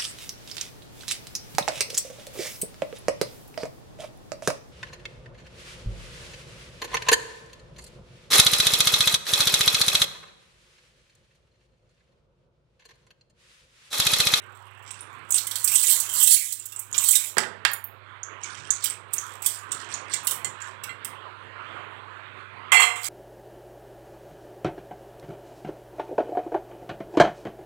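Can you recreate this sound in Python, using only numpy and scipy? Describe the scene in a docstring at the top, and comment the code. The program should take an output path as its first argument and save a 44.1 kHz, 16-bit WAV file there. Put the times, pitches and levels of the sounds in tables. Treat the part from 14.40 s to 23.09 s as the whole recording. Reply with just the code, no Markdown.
"""A small hard kitchen: soaked rice slides off a steel plate into a steel mixer jar, close to the microphone.
Wet fingers wipe the last grains; grains and clumps are noise clicks, sprays and the rings of air pockets.
The plate knocks on the jar in noise bursts, glass bangles tick, and at the end the plate is put down with
a clatter of noise and ringing steel modes. Filtered noise and sines make an uneven rush of air and a low
hum behind. One microphone feeds the right channel, behind a limiter; the left is silent."""
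import sys
import numpy as np
from scipy import signal
from scipy.fft import rfft, irfft, next_fast_len
from scipy.io import wavfile
from scipy.ndimage import uniform_filter1d, map_coordinates

SR = 44100
rng = np.random.default_rng(int(sys.argv[2]) if len(sys.argv) > 2 else 0)


def dump_mix(stems):
    """Bounce the given channels to the path in sys.argv[1] as a 16-bit WAV at rate SR."""
    frames = np.atleast_2d(stems).T  # one column per channel
    limited = np.clip(frames, -1, 1)  # hard clip at full scale
    pcm = np.round(limited * 32767).astype(np.int16)
    wavfile.write(sys.argv[1], SR, pcm)


N = 383096  # length [samples]

# Spectra of a grain's snap, its wet fizz and its tap on the steel: (frequency [Hz], level [dB per Hz])
CRACKLE_SPECTRUM = [(3500, -53), (5500, -10.5), (6800, -1), (7700, 5.5), (8500, 7.5), (9400, -4.5),
                    (10500, -14), (13000, -46)]
FIZZ_SPECTRUM = [(6500, -27.5), (9500, 6.5), (11500, 4), (14500, 6), (16000, 4.5)]
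BODY_SPECTRUM = [(150, -51), (500, -22.5), (1000, -26), (1800, 4.5), (2150, 5), (2550, -9.5), (3100, 13),
                 (3700, 12), (4200, 7.5), (4800, 9.5), (6000, 16.5), (8000, -44)]


def rice(rate=1800, crowding=.8, size_db=4.5, clump_db=3.5, pop_db=-3, crackle_db=-6, spray_db=-3,
         spit_db=-3, body_db=-14, hollow_db=-14, muffling=0.46):
    """Wet grains part and land in clumps; more flow means more and larger contacts, brighter fizz muffles the steel."""
    level, fizz = flow()
    body = -muffling * fizz
    level = level + clump_db * np.tanh(clumps(70))
    # rate is in contacts per second at a flow of -33.5 dB
    chance = np.clip(rate / SR * amp(level + 33.5) ** crowding, 220 / SR, .4)
    size = unit(amp(size_db * rng.standard_normal(N))) * rng.choice([-1, 1], N)
    touched = rng.random(N) < chance
    contacts = touched * size * amp(level) / np.sqrt(chance)

    # small air pockets ring high, the tiniest spit; hollows in the heap ring low, each clump at its own pitch
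    pocket_hz = 7900 * np.exp(0.08 * clumps(50))
    out = popping(contacts * amp(pop_db), pocket_hz, spread=0.054, cycles=7.1)
    spit_hz = 12600 * np.exp(0.27 * np.tanh(clumps(80)))
    out += popping(contacts * amp(fizz + spit_db), spit_hz, spread=.06, cycles=5.68)
    hollow_hz = 3200 * np.exp(0.388 * np.tanh(clumps(60)))
    out += popping(contacts * amp(body + hollow_db), hollow_hz, spread=.07, cycles=3.4)

    # each contact also snaps, sprays and taps the steel under it, in that order
    layers = [(CRACKLE_SPECTRUM, crackle_db), (FIZZ_SPECTRUM, fizz + spray_db), (BODY_SPECTRUM, body + body_db)]
    for order, (spectrum, db) in enumerate(layers):
        clicks = signal.oaconvolve(contacts * amp(db), click(spectrum))
        add(out, order * .0007, clicks)
    return out


# Rice sliding off the tilted plate in surges: (time [s], flow [dB])
POUR_FLOW = [(0, -66.5), (0.88, -69), (0.95, -31), (1.04, -44), (1.2, -40), (1.38, -22), (1.53, -23),
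             (1.67, -41.5), (1.76, -28), (1.85, -21.5), (1.94, -9.5), (1.99, -25.5), (2.1, -30),
             (2.17, -45), (2.5, -55), (2.6, -34), (2.76, -17), (2.8, -28.5), (2.87, -31.5), (2.98, -65.5)]
# Fingers rub over the wet steel; a stroke that sweeps more rice is brighter:
# (time [s], length [s], level [dB], fizz re level [dB])
WIPE_STROKES = [(0.478, 0.2, -51.5, -20), (4.045, 0.38, -48.5, -28.5), (4.445, .03, -34.5, -18.5),
                (4.76, 0.21, -47.5, -8), (5.059, .12, -36.5, -6), (5.33, 0.11, -45, -21),
                (5.522, 0.062, -43, -26), (5.726, 0.044, -38.5, -23.5), (5.88, 0.064, -36.5, 4.5),
                (6.225, 0.057, -49, -17), (8.646, .08, -34, -6.5)]
WIPE_RISE_S, WIPE_RELEASE_S = .04, .07  # time for a stroke to swell and to die away by 20 dB
WIPE_FADE_DB = 8  # the pressure eases along a stroke
POUR_FIZZ_DB, FIZZ_GROWS = -1.5, .1  # fizz re flow in a moderate pour; dB more per dB of flow
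MODERATE_DB = -30  # flow of a moderate pour


def flow():
    """How much rice moves and how brightly it fizzes, both in dB: the pour and the strokes of the fingers."""
    t = np.arange(N) / SR
    outside = np.maximum(POUR_FLOW[0][0] - t, 0) + np.maximum(t - POUR_FLOW[-1][0], 0)
    level = curves(POUR_FLOW)[0] - 20 * np.minimum(outside / WIPE_RELEASE_S, 2)
    fizz = POUR_FIZZ_DB + FIZZ_GROWS * (level - MODERATE_DB)
    for s, length, db, bright in WIPE_STROKES:
        age = t - s
        stroke = db - WIPE_FADE_DB * np.clip(age / length, 0, 1)
        before, after = np.maximum(-age, 0), np.maximum(age - length, 0)
        stroke -= 20 * (before / WIPE_RISE_S + after / WIPE_RELEASE_S)
        # the stronger movement sets both flow and brightness
        fizz = np.where(stroke > level, bright, fizz)
        level = np.maximum(level, stroke)
    return level, fizz


def clumps(rate):
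    """A random value that holds for one clump and jumps to the next, about rate times a second."""
    clump_index = np.cumsum(rng.random(N) < rate / SR)
    return rng.standard_normal(N + 1)[clump_index]


def popping(contacts, hz, spread, cycles):
    """Every contact gives one pop, near the pitch hz of that moment."""
    at = np.flatnonzero(contacts)
    life = np.arange(256)  # samples
    pitch = hz[at, None] * np.exp(spread * rng.standard_normal((len(at), 1)))
    pops = pop(pitch, life / SR, cycles)
    pops *= (contacts[at] / np.linalg.norm(pops, axis=1))[:, None]
    return np.bincount((at[:, None] + life).ravel(), pops.ravel(), N)[:N]


def pop(hz, t, cycles):
    """A tiny pocket of air opens in a water film and rings for a few cycles."""
    age = hz * t / cycles
    return age * np.exp(-age) * np.sin(2 * np.pi * hz * t)


# Air pockets pop as wet rice lets go of the steel: (time [s], level [dB], ring [Hz], crackle re level [dB])
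POCKET_POPS = [(0.51, -36.5, 8530, -3), (0.608, -38, 9220, -13), (0.922, -19, 7850, -15),
               (0.943, -16.5, 8500, -6.5), (0.958, -18.5, 8600, -7), (1.356, -9, 8900, -5),
               (1.841, -12.5, 8400, -6), (2.198, -28, 7600, -19), (2.362, -29, 7870, -11),
               (2.528, -27.5, 6800, -11), (2.58, -16.5, 7170, -4.5), (3.832, -31, 6720, -31),
               (4.036, -32, 6570, -15.5), (4.305, -16.5, 7030, -10), (4.5, -27.5, 8100, -6.5),
               (4.782, -25.5, 6700, -10), (5.318, -27.5, 7450, 2), (5.54, -27.5, 6850, -17),
               (5.737, -25.5, 7480, 2), (6.046, -26, 7270, -2.5), (6.219, -35.5, 7300, -14)]
# Clumps land in the jar with a wet spray; on bare steel they tap harder:
# (time [s], level [dB], tap strength [dB])
CLUMP_SPLATS = [(0.906, -24, -23), (0.979, -26, 2), (1.069, -27, -8), (1.111, -29.5, -1),
                (1.156, -25.5, -2.5), (1.243, -16.5, -32), (1.276, -22.5, -5), (1.6, -20, -25.5),
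                (1.832, -12, -27), (1.873, -7.5, -7.5), (2.123, -18, -13), (2.256, -28, -28),
                (2.321, -34.5, -5.5), (2.392, -26.5, -34.5), (2.543, -39, 12.5), (2.638, -21, -10.5),
                (2.686, -11, -12), (2.709, -8, -29), (2.753, -8.5, -4.5), (4.441, -21.5, -11.5),
                (4.457, -30, -14), (4.734, -23, -18), (5.021, -33, -9.5), (5.061, -17.5, -9.5),
                (5.87, -20.5, -7), (5.91, -24.5, -7.5), (6.436, -34.5, -0.5), (6.647, -31, -7.5)]
SPLAT_HZ, HOLLOW_HZ = 8040, 3477  # central ring of the pockets in a landing clump, and of a clump's hollow


def smacks():
    """A bursting air pocket is nearly all ring; a landing clump is mostly spray."""
    out, level = np.zeros(N), flow()[0]
    for s, db, hz, crackle in POCKET_POPS:
        burst_pocket = smack(hz, level[round(s * SR)], cycles=4.4, pop_db=0.5, crackle_db=crackle,
                             fizz_db=crackle - 12.5, body_db=crackle - 12, hollow_db=crackle - 14,
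                             spray_s=.033, rise_s=.003)
        add(out, s, amp(db) * burst_pocket)
    for s, db, tap in CLUMP_SPLATS:
        hz = SPLAT_HZ * np.exp(.05 * rng.standard_normal())
        landing = smack(hz, level[round(s * SR)], cycles=4, pop_db=-4, crackle_db=-4.5, fizz_db=0.5,
                        body_db=tap - 4, hollow_db=tap - 4, spray_s=.036, rise_s=.004)
        add(out, s, amp(db) * landing)
    return out


def smack(hz, flow_db, cycles, pop_db, crackle_db, fizz_db, body_db, hollow_db, spray_s, rise_s):
    """One wet clump: a high pop and the lower one of its hollow, inside a short spray."""
    # in full flow a clump has many grains: less pop, a longer and denser spray
    bulk = np.clip((flow_db + 41) / 14, 0, 1)
    spray_s = spray_s + 0.012 * bulk
    high = pocket(hz, pop_db - 7 * bulk, cycles, spread=.08, weaker_db=7.5)
    low_hz = HOLLOW_HZ * np.exp(.13 * rng.standard_normal())
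    hollow = pocket(low_hz, hollow_db, cycles=7.6, spread=.18, weaker_db=2)
    spray = burst(CRACKLE_SPECTRUM, crackle_db + 5 * bulk, t60=spray_s, rise_s=rise_s)
    spray = spray + burst(FIZZ_SPECTRUM, fizz_db, t60=spray_s, rise_s=rise_s)
    tap = burst(BODY_SPECTRUM, body_db, t60=spray_s, rise_s=rise_s)
    return high + hollow + spray + tap


def pocket(hz, db, cycles, spread, count=3, follow_s=.003, weaker_db=4):
    """An air pocket breaks up: one pop at hz, then weaker ones close to it in pitch and time."""
    t = np.arange(SR // 4) / SR
    out = pop(hz, t, cycles)
    for detune, wait in zip(rng.standard_normal(count), rng.random(count)):
        age = np.maximum(t - follow_s * (.5 + 2 * wait), 0)
        out = out + amp(-weaker_db) * pop(hz * np.exp(spread * detune), age, cycles)
    return blow(out, db)


# The held plate knocks on the jar: (time [s], level [dB], thud strength [dB], edge re level [dB])
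PLATE_KNOCKS = [(2.969, -24.5, 0, -32), (2.982, -18.5, -18, 4.5), (3.034, -33, -18, -21),
                (3.250, -17.5, -29, -5)]
# Spectra of the knock, its low thud and its bright edge: (frequency [Hz], level [dB per Hz])
KNOCK_SPECTRUM = [(280, -28), (550, -2), (1100, 3.5), (1700, 9.5), (2400, 4), (3600, 1), (5000, -7.5),
                  (8000, -47)]
THUD_SPECTRUM = [(70, -27), (130, -0.5), (190, -3), (300, 0), (520, 5.5), (1100, -11), (1700, -30.5)]
EDGE_SPECTRUM = [(800, -44), (2500, -21), (5000, 3), (6300, 1.5), (8300, 7.5), (10500, -7.5), (15000, -14)]


def knocks():
    """The hand damps the plate, so it only knocks on the jar's rim."""
    out = np.zeros(N)
    for s, db, thud, edge in PLATE_KNOCKS:
        hit = burst(KNOCK_SPECTRUM, db + 4, t60=0.044)
        hit = hit + burst(THUD_SPECTRUM, db + thud + 3, t60=0.03)
        hit = hit + burst(EDGE_SPECTRUM, db + edge, t60=0.015)
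        add(out, s, hit)
    return out


# Loose contacts of the plate: (time [s], ring strength [dB], clatter strength [dB])
PLATE_CLANGS = [(5.736, -31, -46), (6.045, -33.5, -45), (6.492, -34.5, -62), (8.319, -13.5, -11.5),
                (8.345, -14, -14.5), (8.369, -11.5, -21), (8.398, -36, -10), (8.421, -15, -17),
                (8.558, -63, -29), (8.639, -41, -47.5)]
# Modes of the plate when no hand grips it: (frequency [Hz], level [dB], t60 [s])
PLATE_MODES = [(472, -28, 0.58), (723, -25, 0.47), (1086, -26, .3), (1856, -18, 0.39), (2055, 3.5, 0.26),
               (2080, -10.5, 0.44), (2295, -11, .3), (2700, -15, .27), (2755, -18, 0.34), (3243, -6, 0.24),
               (3340, -13, 0.29), (4120, -16.5, 0.3), (4320, -17, 0.22), (4400, -24.5, .35),
               (5240, -23, 0.35), (6150, -38, 0.34), (7300, -24.5, 0.28), (7684, -12, 0.25),
               (7973, -40, 0.23), (9000, -21, 0.34)]
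# Spectrum of the clatter: (frequency [Hz], level [dB per Hz])
CLATTER_SPECTRUM = [(200, -53), (450, -19), (750, -7.5), (1100, 3), (1700, -7), (2200, 2), (3300, -3),
                    (3900, -16.5), (5000, -25.5), (6200, -15), (7600, 0.5), (9500, -13.5), (15000, -25)]


def plate(held_until_s=8, grip=0.64):
    """Loose contacts ring the steel, briefly while gripped; put down, it rocks from edge to edge.

    Gives (ring, clatter)."""
    tone, clatter = np.zeros(N), np.zeros(N)
    for s, ring_db, clatter_db in PLATE_CLANGS:
        damping = grip if s < held_until_s else 1
        modes = [(hz, db, t60 * damping) for hz, db, t60 in PLATE_MODES]
        add(tone, s, amp(ring_db - 5.0) * ring(modes, s, scatter_db=7.5))
        add(clatter, s, burst(CLATTER_SPECTRUM, clatter_db + 1.5, t60=0.26))
    return tone, clatter


# Touches of the bangles: (time [s], level [dB], brightness [dB per octave])
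BANGLE_TOUCHES = [(3.314, -30, 25), (3.333, -23.5, -1), (3.441, -26, 29)]
# Modes of a bangle before the brightness tilt: (frequency [Hz], level [dB])
GLASS_MODES = [(7050, -4), (9000, -3), (11300, -9), (13200, -1.5), (14500, -10)]
GLASS_T60 = .035  # s


def bangles(ring_db=-5, tick_db=-1):
    """Glass bangles touch, damped by the wrist: a bright tick and short ring; a glancing touch rings high modes."""
    out = np.zeros(N)
    for s, db, bright in BANGLE_TOUCHES:
        def tilted(points):
            return [(hz, level + bright * np.log2(hz / GLASS_MODES[0][0])) for hz, level in points]
        modes = [(hz, level, GLASS_T60) for hz, level in tilted(GLASS_MODES)]
        add(out, s, blow(ring(modes, s, scatter_db=1.5), db + ring_db))
        add(out, s, burst(tilted(FIZZ_SPECTRUM), db + tick_db, t60=0.064))
    return out


# Course of the room's rush, before a constant lift and a wobble: (time [s], level [dB])
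RUSH_LEVEL = [(0.3, -54.5), (0.75, -51), (1.85, -50), (2.1, -62), (2.8, -48), (3.55, -55), (4.1, -48.5),
              (5.2, -50), (5.45, -45), (6.95, -49), (7.25, -45.5), (7.9, -48.5)]
# Spectrum of the rush: (frequency [Hz], level [dB per Hz])
AIR_SPECTRUM = [(30, -18), (75, -14.5), (130, -9), (210, -14.5), (400, -7.5), (750, -9), (1050, 1.5),
                (1550, -2), (1900, -5.5), (3400, -13.5), (4200, -22.5), (5500, -41.5), (8000, -35),
                (13000, -53)]
# Hum of motors, before its wobble: (frequency [Hz], level [dB])
HUM_TONES = [(100, -57), (121.5, -69), (375, -70)]


def background(patchy_db=2.5):
    """An uneven rush of air whose colour wavers, and the hum of motors."""
    t = np.arange(N) / SR
    z = signal.stft(noise(AIR_SPECTRUM, size=N), nperseg=1024)[2]
    # random gains smoothed over frequency, then over time
    patches = uniform_filter1d(rng.standard_normal(z.shape), size=12, axis=0)
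    patches = uniform_filter1d(patches, size=9, axis=1)
    air = unit(signal.istft(z * amp(patchy_db * unit(patches)), nperseg=1024)[1][:N])
    air *= amp(curves(RUSH_LEVEL)[0] + 3.0 + 1.0 * wobble(16))
    hum = np.zeros(N)
    for hz, db in HUM_TONES:
        strength = amp(db + .6 * wobble(3.8)) * np.sqrt(2)
        hum += strength * np.sin(2 * np.pi * hz * t + .15 * wobble(3))
    return air + hum


# Decay of the room: (frequency [Hz], t60 [s])
ROOM_DECAY = [(200, 0.65), (1000, 0.45), (3000, 0.3), (8000, 0.24), (15000, 0.18)]


def kitchen(x, gap_s=.002):
    """The answer of the counter and the close, hard walls: noise whose treble dies away sooner."""
    hz, t, z = signal.stft(rng.standard_normal(SR * 2 // 3), SR, nperseg=256)
    decay = amp(-60 * t / along(ROOM_DECAY, hz)[:, None])
    tail = signal.istft(z * decay, SR, nperseg=256)[1]
    response = np.pad(tail, (round(gap_s * SR), 0)) / np.linalg.norm(tail)
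    return signal.fftconvolve(x, response)[:N]


def amp(db):
    """Decibels to gain."""
    return 10 ** (np.asarray(db) / 20)


def unit(x):
    """Scaled to rms 1."""
    return x / np.sqrt(np.mean(x ** 2) + 1e-20)


def along(points, hz):
    """(Hz, value) points read on a log axis."""
    f, v = np.transpose(points)
    return np.interp(np.log(hz + 1), np.log(f + 1), v)


def curves(rows):
    """One value per sample for each column after the time."""
    s, *cols = np.transpose(rows)
    return [np.interp(np.arange(N) / SR, s, c) for c in cols]


def wobble(rate):
    """A smooth random curve, rate knots a second."""
    knots = rng.standard_normal(int(N * rate / SR) + 4)
    return map_coordinates(knots, [np.arange(N) * rate / SR])


def noise(spectrum, size):
    """Coloured noise of rms 1."""
    m = next_fast_len(size)
    colour = amp(along(spectrum, np.fft.rfftfreq(m, 1 / SR)))
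    return unit(irfft(rfft(rng.standard_normal(m)) * colour, m)[:size])


def click(spectrum, size=1024):
    """The causal click of unit energy that has this spectrum."""
    cepstrum = irfft(np.log(amp(along(spectrum, np.fft.rfftfreq(size, 1 / SR)))))
    # folding the cepstrum forward in time gives minimum phase
    n = np.arange(size)
    h = irfft(np.exp(rfft(2 * cepstrum * (n < size // 2) * (n > 0))))
    return h / np.linalg.norm(h)


BLOW_S = .005  # a blow's level is that of its energy spread over this time


def blow(x, db):
    """x with the energy of BLOW_S seconds at this level."""
    return amp(db) * x * np.sqrt(BLOW_S * SR) / np.linalg.norm(x)


def burst(spectrum, db, t60, rise_s=0.00037):
    """Noise that swells with time constant rise_s and dies away."""
    t = np.arange(SR // 4) / SR
    envelope = amp(-60 * t / t60) * (1 - np.exp(-t / rise_s))
    return blow(noise(spectrum, size=len(t)) * envelope, db)


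def ring(modes, s, scatter_db, attack_s=0.0007):
    """Decaying modes struck at time s, each strength scattered at random by scatter_db; blows add up in swing."""
    t = np.arange(SR * 2 // 3) / SR
    swing = np.zeros(len(t))
    for hz, db, t60 in modes:
        strength = amp(db + scatter_db * rng.standard_normal() - 60 * t / t60)
        swing += strength * np.sin(2 * np.pi * hz * (t + s))  # phase runs on from blow to blow
    return swing * (1 - np.exp(-t / attack_s))


def add(track, s, x):
    """Mix x into the track at time s."""
    part = track[max(round(s * SR), 0):][:len(x)]
    part += x[:len(part)]


def scene():
    """Everything as it reaches the microphone, which feeds the right channel alone."""
    tone, clatter = plate()
    wet_rice = rice() + smacks()
    hard = knocks() + clatter + bangles()
    reflected = kitchen(amp(-4.5) * wet_rice + amp(-5.5) * hard + amp(-16) * tone)
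    sound = wet_rice + hard + tone + reflected + background()
    return np.array([np.zeros(N), 2 * sound])


TOP_HZ, LOW_HZ = 15900, 75  # band limit and bass cut of the microphone channel


def record(dry, threshold_db=-8, release_db=17):
    """A limiter ducks at once and recovers at release_db a second; then rounded peaks, bass cut, band limit."""
    power = np.abs(uniform_filter1d(dry[1] ** 2, size=220))
    over = np.maximum(10 * np.log10(power + 1e-12) - threshold_db, 0)
    recovery = release_db * np.arange(N) / SR
    gain_db = uniform_filter1d(recovery - np.maximum.accumulate(over + recovery), size=129)
    held = dry * amp(gain_db)
    held = held / (1 + held ** 8) ** (1 / 8)  # rounded peaks
    m = next_fast_len(N + SR // 2)
    hz = np.fft.rfftfreq(m, 1 / SR)
    band_limit = np.clip((TOP_HZ - hz) / 400 + .5, 0, 1)
    bass_cut = 1 - .85 / (1 + (hz / LOW_HZ) ** 10)
    return irfft(rfft(held, m) * bass_cut * band_limit, m)[:, :N]


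dry = scene()
out = record(dry)
dump_mix(out)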